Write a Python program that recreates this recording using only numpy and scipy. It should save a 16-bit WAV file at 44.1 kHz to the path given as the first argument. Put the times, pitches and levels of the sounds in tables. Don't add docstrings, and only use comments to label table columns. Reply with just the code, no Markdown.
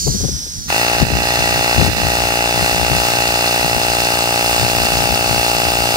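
import sys
import numpy as np
from scipy import signal
from scipy.fft import rfft, irfft, next_fast_len
from scipy.io import wavfile
from scipy.ndimage import uniform_filter1d, map_coordinates

SR = 44100
rng = np.random.default_rng(int(sys.argv[2]) if len(sys.argv) > 2 else 0)


def amp(db):
    return 10 ** (np.asarray(db, float) / 20)


def write(x):
    x = np.atleast_2d(x).T
    wavfile.write(sys.argv[1], SR, np.round(np.clip(x, -1, 1) * 32767).astype(np.int16))


N = 262836

# time_s, level_db, turned_away (0-1), left_lag_samples
LEAK_PATH = [
    (0, -19.5, .02, 17.5),
    (.08, -20, .03, 18.5),
    (.25, -23, 0.88, 16.4),
    (.5, -26.5, 0.84, 15.8),
    (.68, -29, .8, 18.7),
    (1, -29.5, .8, 18.9),
    (5.96, -32, .98, 18.4),
]
# pitch_hz, facing_left_db, facing_right_db, away_left_db, away_right_db
JET_COLOUR = [(300, -40, -32, -8, -23), (1000, -38, -28, -15, -14), (1540, -37, -28, -8, -16),
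              (2680, -24, -20, -25, -18.5), (3560, -12, -13.5, -18, -4.5), (4600, 1, 1, -4, -4),
              (5230, -5, -4, -4.5, 5), (6100, -4, 2.5, 8, 5.5), (7100, -5, 1, -18, -17),
              (8100, -35, -8, -6, -15), (10100, -32, -12.5, -17, -10.5), (12500, -32, -14, -16, -11.5),
              (14500, -32, -16, -28, -24), (16000, -40, -22, -23, -13)]
# start_s, length_s, level_db
LEFT_GUSTS = [(0, 0.35, -16.5), (1.01, .16, -8.5), (1.35, .1, -22), (1.77, 0.15, -7.5), (1.96, .1, -15),
              (2.4, 0.051, -28), (2.55, 0.075, -24), (2.72, 0.24, -19.5), (3.6, 0.32, -27),
              (4.6, 0.05, -13.5), (4.73, 0.095, -19), (4.92, 0.28, -20.5), (5.26, 0.15, -22),
              (5.55, 0.45, -27)]
# start_s, length_s, level_db
RIGHT_GUSTS = [(.05, 0.34, -39), (.5, .2, -35.5), (.95, 0.14, -28), (1.17, 0.1, -22.5), (1.38, 0.22, -23),
               (1.9, 0.37, -32.5), (2.55, 0.054, -29), (2.93, .25, -35), (3.95, 0.17, -36)]
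# pitch_hz, level_db
BREEZE_COLOUR = [(22, -42), (40, -15), (60, -0.5), (100, -7.5), (200, -16.5), (400, -33), (900, -72),
                 (2000, -90)]
# pitch_hz, level_db
GUST_COLOUR = [(22, -34), (40, -3), (70, 2), (130, 1.5), (250, -5), (500, -22.5), (1000, -32), (2000, -30),
               (4000, -95)]
# pitch_hz, slap_db, flick_db
EDDY_COLOUR = [(25, -35, -50), (58.6, -7, -30), (118, -1, -46), (216, -7.5, 5), (393, -18.5, 4),
               (804, -36, -12), (1500, -67, -31)]
# time_s, level_db
AIR_SLAPS = [(0.091, -13), (0.157, -17.5), (0.252, -11), (1.033, -3.5), (1.07, -10), (1.132, -8.5),
             (1.162, -23), (1.827, -18), (1.853, -21), (1.893, -1), (1.965, -12), (1.995, -17),
             (2.632, -14.5), (2.743, -28), (2.922, -12), (2.965, -17), (3.655, -19), (3.769, -15),
             (4.632, -17.5), (4.86, -18), (4.928, -21), (4.992, -20), (5.03, -20), (5.315, -18),
             (5.774, -25)]
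# time_s, level_db
AIR_FLICKS = [(.076, -13.5), (.145, -26), (.208, -24), (.244, -19), (.29, -23), (.47, -32.5), (1.035, -16),
              (1.112, -10.5), (1.81, -13.5), (1.782, -31), (5.315, -29)]
# crank_angle_turns, body_db, top_end_db, noise_tail_turns
CRANK_SNAPS = [(.15, 3, 0, .02), (.21, 2, 3, .02), (.26, 2, 2, .015), (.285, 1, 5, .015), (.385, 3, 3, .02),
               (.46, 3, 3, .05), (.51, 5, 2, .06), (.685, 7, 3, .05), (.84, 2, 0, .04), (.97, 1, 3, .08),
               (1.045, 4, 3, .03)]
# pitch_hz, width_hz
SHELL_MODES = [(830, 130), (1250, 400), (1580, 170), (1950, 220), (2270, 250), (2610, 200), (2790, 170),
               (3560, 260), (4170, 180), (4530, 190), (4890, 170), (5310, 180), (5950, 350), (6400, 600)]
# left_db, right_db
SHELL_LEVELS = [(4.5, -3), (4.5, -14), (-18, 1.5), (4, 3.5), (-2, -0.5), (-9.5, 8), (2.5, 5), (3, 1),
                (0, 5.5), (6.5, -9), (-2.5, 6), (2.5, -1), (-15, -3.5), (-4, -6.5)]
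# pitch_hz, width_hz
TOP_MODES = [(7700, 800), (8660, 200), (9250, 500), (11100, 1200), (13100, 700), (14700, 600), (15550, 500)]
# left_db, right_db
TOP_LEVELS = [(-6, -3.5), (-1.5, -9), (-13.5, -8), (-18, -12.5), (-8, -8.5), (-15, -7.5), (-12, -10)]
# pitch_hz, width_hz, first_gain, last_gain (added, as ratios)
TILT_MODES = [(1890, 280, 0.53, -0.44), (2700, 300, -.1, .05), (3130, 190, -.1, 0.81),
              (4240, 210, 0.16, -0.21), (4500, 220, -0.6, 0.026), (5350, 250, -0.39, 0.0029)]
# pitch_hz, width_hz
INTAKE_MODES = [(129, 66), (312, 105), (400, 600), (664, 213), (814, 52)]
# left_db, right_db
INTAKE_LEVELS = [(3, -3.3), (-8, -24), (-50, -12.3), (-7.9, -50), (-7.6, -18.5)]
# delay_s, level_db
ECHOES = [(.0072, -16), (.0092, -18)]
# pitch_hz, width_hz
COVER_MODES = [(1330, 200), (1470, 120), (1590, 100), (1930, 250), (2280, 200), (2590, 160), (2790, 220)]
# left_db, right_db
COVER_LEVELS = [(-15.5, -10.5), (-7, -51), (-49, -52), (-14, -11), (-11.5, -39), (-35, -7), (-13, -12)]
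# pitch_hz, width_hz
REED_MODES = [(2590, 60), (2780, 60)]
# left_db, right_db
REED_LEVELS = [(-16, -26), (-7, -29.5)]
# time_s, left_drop_db, right_drop_db, hold_s, release_s
GAIN_DROPS = [
    (1.031, 9, 2.5, 0.049, 0.11),
    (1.878, 10.5, 1.5, 0.066, 0.053),
]

POP_ANGLE = .378
GEAR = 4.6
SWITCH_S, SPIN_UP_S = .683, .02319
TOP_SPEED, SAG_PER_S = 59.0734, .06177

TIME = np.arange(N) / SR
RUNNING = np.clip(TIME - SWITCH_S, 0, None)
SPEED = (TOP_SPEED - SAG_PER_S * RUNNING) * (1 - np.exp(-RUNNING / SPIN_UP_S))
TURNS = np.cumsum(SPEED) / SR
TURN = np.arange(1, 320)


def unit(x):
    return x / np.sqrt(np.mean(x ** 2) + 1e-20)


def curves(rows):
    s, *cols = np.transpose(rows)
    return [np.interp(TIME, s, c) for c in cols]


def filtered(x, response):
    m = next_fast_len(N + 8192)
    return irfft(rfft(x, m) * response(np.fft.rfftfreq(m, 1 / SR)), m)[..., :N]


def colour(points):
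    f, *cols = np.transpose(points)
    return lambda hz: amp([np.interp(np.log(hz + 1), np.log(f + 1), db) for db in cols])


def resonance(hz, centre, width):
    return 1j * hz * width / (centre * centre - hz * hz + 1j * hz * width)


def modes(shapes, levels, sign=-1):
    return lambda hz: sum(sign ** k * amp(np.c_[list(db)]) * resonance(hz, centre, width)
                          for k, ((centre, width), db) in enumerate(zip(shapes, levels)))


def humps(shapes, levels, steep):
    def response(hz):
        power = 0
        for (centre, width), db in zip(shapes, levels):
            hump = (hz * width) ** 2 / ((centre * centre - hz * hz) ** 2 + (hz * width) ** 2)
            power = power + amp(2 * np.c_[list(db)]) * hump ** steep
        return np.sqrt(power)
    return response


def wobble(rate, channels=1):
    knots = rng.standard_normal((channels, int(N * rate / SR) + 4))
    return np.array([map_coordinates(k, [np.arange(N) * rate / SR]) for k in knots])


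def pair(alike):
    shared, *own = rng.standard_normal((3, N))
    alike = np.clip(alike, 0, 1)
    return np.sqrt(alike) * shared + np.sqrt(1 - alike) * np.array(own)


def ports(x, lag):
    return filtered(x, lambda hz: np.exp(-2j * np.pi * hz * np.array([[lag], [0]]) / SR))


def pulses(s, size):
    at = s * SR
    keep = (at > 8) & (at < N - 9)
    i = np.floor(at[keep])[:, None] + np.arange(-7, 9)
    d = i - at[keep][:, None]
    taps = size[keep][:, None] * np.sinc(d) * np.cos(np.pi * d / 16) ** 2
    return np.bincount(i.astype(int).ravel(), taps.ravel(), N)


def leak():
    level_db, away, lag = curves(LEAK_PATH)
    away = np.clip(away, 0, 1)
    jet = filtered(np.vstack([pair(alike=.93), pair(alike=.88)]), colour(JET_COLOUR))
    facing, turned = unit(jet[:2]), unit(jet[2:])
    left, right = np.sqrt(1 - away) * facing + np.sqrt(away) * turned
    left = map_coordinates(left, [np.arange(N) - lag], mode="mirror", order=5)
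    return amp(level_db + 0.34 * wobble(20)) * np.array([left, right])


def gusts(rows, calm_db):
    strength = amp(calm_db)
    for s, hold, db in rows:
        rise = np.clip(s - TIME, 0, None) / 0.0064
        fall = np.clip(TIME - s - hold, 0, None) / 0.025
        strength = strength + amp(db) * np.exp(-rise - fall)
    return 20 * np.log10(strength)


def even(x, share):
    swing = signal.hilbert(x)
    return unit(np.real(swing / uniform_filter1d(np.abs(swing), 900, axis=-1) ** share))


def buffeting():
    level_db = np.array([gusts(LEFT_GUSTS, calm_db=-29), gusts(RIGHT_GUSTS, calm_db=-36.5)])
    level_db = level_db + 3 * wobble(22, channels=2)
    hard = 1 / (3.5 + np.exp(-(level_db + 21.5) / 3))
    soft = even(filtered(pair(alike=.3), colour(BREEZE_COLOUR)), share=.7)
    rough = even(filtered(pair(alike=.3), colour(GUST_COLOUR)), share=.7)
    return amp(level_db - [[5], [1.5]]) * (np.sqrt(1 - hard) * soft + np.sqrt(hard) * rough)


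def lumps(events, width):
    s, db = np.transpose(events)
    bell = np.exp(-(np.arange(-2000, 2001) / (SR * width)) ** 2)
    return np.sqrt(np.abs(signal.fftconvolve(pulses(s, amp(2 * db)), bell, "same")))


def eddies():
    swing = signal.hilbert(filtered(rng.standard_normal((2, N)), colour(EDDY_COLOUR)))
    swing = np.real(swing / np.abs(swing) ** 0.65)
    slaps = lumps(AIR_SLAPS, width=0.011) * unit(swing[0])
    flicks = lumps(AIR_FLICKS, width=0.0073) * unit(swing[1])
    return (slaps + flicks) * amp([[0], [-24]])


def moment(angle):
    return np.interp(angle, TURNS + 1e-9 * np.arange(N), TIME, right=99)


def crank_noise():
    around = np.arange(1024) / 1024
    snaps = np.zeros((2, N))
    bursts_db = np.array([[1.2], [1.8]]) * np.cos(2 * np.pi * (around - [[.55], [.3]]))
    drift = wobble(4)[0]
    for angle, body_db, high_db, tail in CRANK_SNAPS:
        luck = rng.standard_normal((len(TURN), 2))
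        s = moment(TURN - 1 + angle)
        s = s + 5e-5 * drift[np.minimum(s * SR, N - 1).astype(int)] + 1.5e-5 * luck[:, 0]
        snaps += amp([[body_db], [high_db]]) * pulses(s, amp(5.15 * luck[:, 1]))
        fade = np.exp(-((around - angle) % 1) / tail)
        bursts_db += np.array([[0.15 * body_db], [2.0 * high_db]]) * fade
    gates = [amp(np.interp(TURNS % 1, around, db) + 0.32 * wobble(60)) for db in bursts_db]
    return snaps, gates


def tilted(body):
    early = np.exp(-(RUNNING / 3.6) ** 2)
    changes = 0
    for hz, width, first, last in TILT_MODES:
        gain = last + (first - last) * early
        changes = changes + gain * filtered(body, modes([(hz, width)], [(0, 0)]))
    return body + changes


def shell():
    top_db = -4 - 4.5 * np.exp(-RUNNING / 1.67) + 3.5 * np.exp(-((RUNNING - 0.1) / 0.077) ** 2)
    attack = 1 - np.exp(-np.clip(TIME - SWITCH_S + 0.0065, 0, None) / 0.015)
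    snaps, (body_gate, top_gate) = crank_noise()

    def snap_ring(hz):
        above = 1 / (1 + (3100 / (hz + 1)) ** 8)
        return above * modes(SHELL_MODES, SHELL_LEVELS)(hz)

    body = unit(filtered(body_gate * pair(alike=.9), humps(SHELL_MODES, SHELL_LEVELS, steep=1.3)))
    body += amp(-6) * unit(filtered(snaps[0], snap_ring))
    body = tilted(body)
    top = unit(filtered(top_gate * pair(alike=.45), humps(TOP_MODES, TOP_LEVELS, steep=.95)))
    top += amp(-19) * unit(filtered(snaps[1], modes(TOP_MODES, TOP_LEVELS)))
    return attack * amp(-20 + 0.45 * wobble(6)) * (body + amp(top_db) * top)


def motor():
    shaft = 2 * np.pi * GEAR * TURNS
    hum = amp(-41) * np.sin(shaft) + amp(-46) * np.sin(3 * shaft)
    hum = hum + amp(-41 + 2 * wobble(1.5)) * np.sin(7 * shaft)
    hum += amp(-35.5) * np.sin(2 * np.pi * (TURNS - .2))
    return hum * SPEED / TOP_SPEED * amp([[1], [-1]])


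def blows(angle, shaft_s, scatter_s, scatter_db):
    at = TURN - 1 + angle
    luck = rng.standard_normal((len(TURN), 2))
    shaft = 2 * np.pi * GEAR * at
    s = moment(at) + shaft_s * np.sin(shaft) + scatter_s * luck[:, 0]
    size = amp(scatter_db * luck[:, 1] + .5 * np.cos(shaft + 2.35))
    return pulses(s, size) * amp(-2.5 - 9 * (1 - SPEED / TOP_SPEED))


def echo(hz):
    return 1 + sum(amp(db) * np.exp(-2j * np.pi * hz * s) for s, db in ECHOES)


def cover_knock():
    def response(hz):
        swell = resonance(hz, 1500, 2360) + resonance(hz, 2700, 400)
        return modes(COVER_MODES, COVER_LEVELS)(hz) * echo(hz) * swell

    knock = filtered(blows(POP_ANGLE - .02, 1.5e-5, 1e-5, 1.2), response)
    loose_db = 7 * np.exp(-RUNNING / 0.093)
    return amp(30 + loose_db) * knock


def intake_pop():
    def response(hz):
        soft = 1j * hz / 400 / (1 + (hz / 895) ** 15)
        return -modes(INTAKE_MODES, INTAKE_LEVELS, sign=1)(hz) * echo(hz) * soft

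    release = POP_ANGLE + .0145
    air = filtered(blows(release, 3.5e-5, 1.5e-5, 0.093), response)
    choke = np.exp(-RUNNING / 0.03) * filtered(air, modes([(1020, 90)], [(0, 0)]))
    return amp(51.0) * choke + amp(32.0) * air


def reed_slap():
    return amp(36.0) * filtered(blows(POP_ANGLE + .6, 1e-5, 1e-5, 1.2), modes(REED_MODES, REED_LEVELS))


def scene():
    pump = shell() + motor() + cover_knock() + intake_pop() + reed_slap()
    return leak() + buffeting() + eddies() + ports(pump, lag=8.2)


def gain_control(x):
    drop_db = 0
    for s, left, right, hold, release in GAIN_DROPS:
        onset = np.clip((TIME - s) / 0.0048, 0, 1)
        recovery = np.exp(-np.clip(TIME - s - hold, 0, None) / release)
        drop_db = drop_db + np.array([[left], [right]]) * onset * recovery
    return x * amp(-drop_db)


def roll_off(x):
    return signal.sosfilt(signal.butter(12, 15940, fs=SR, output="sos"), x)


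def record(dry):
    x = gain_control(dry)
    x = x / (1 + np.abs(x) ** 8) ** (1 / 8)
    x = filtered(x, lambda hz: (hz < 15760) / (1 + (36 / (hz + 1)) ** 6))
    return roll_off(x)


dry = scene()
out = record(dry)
write(out)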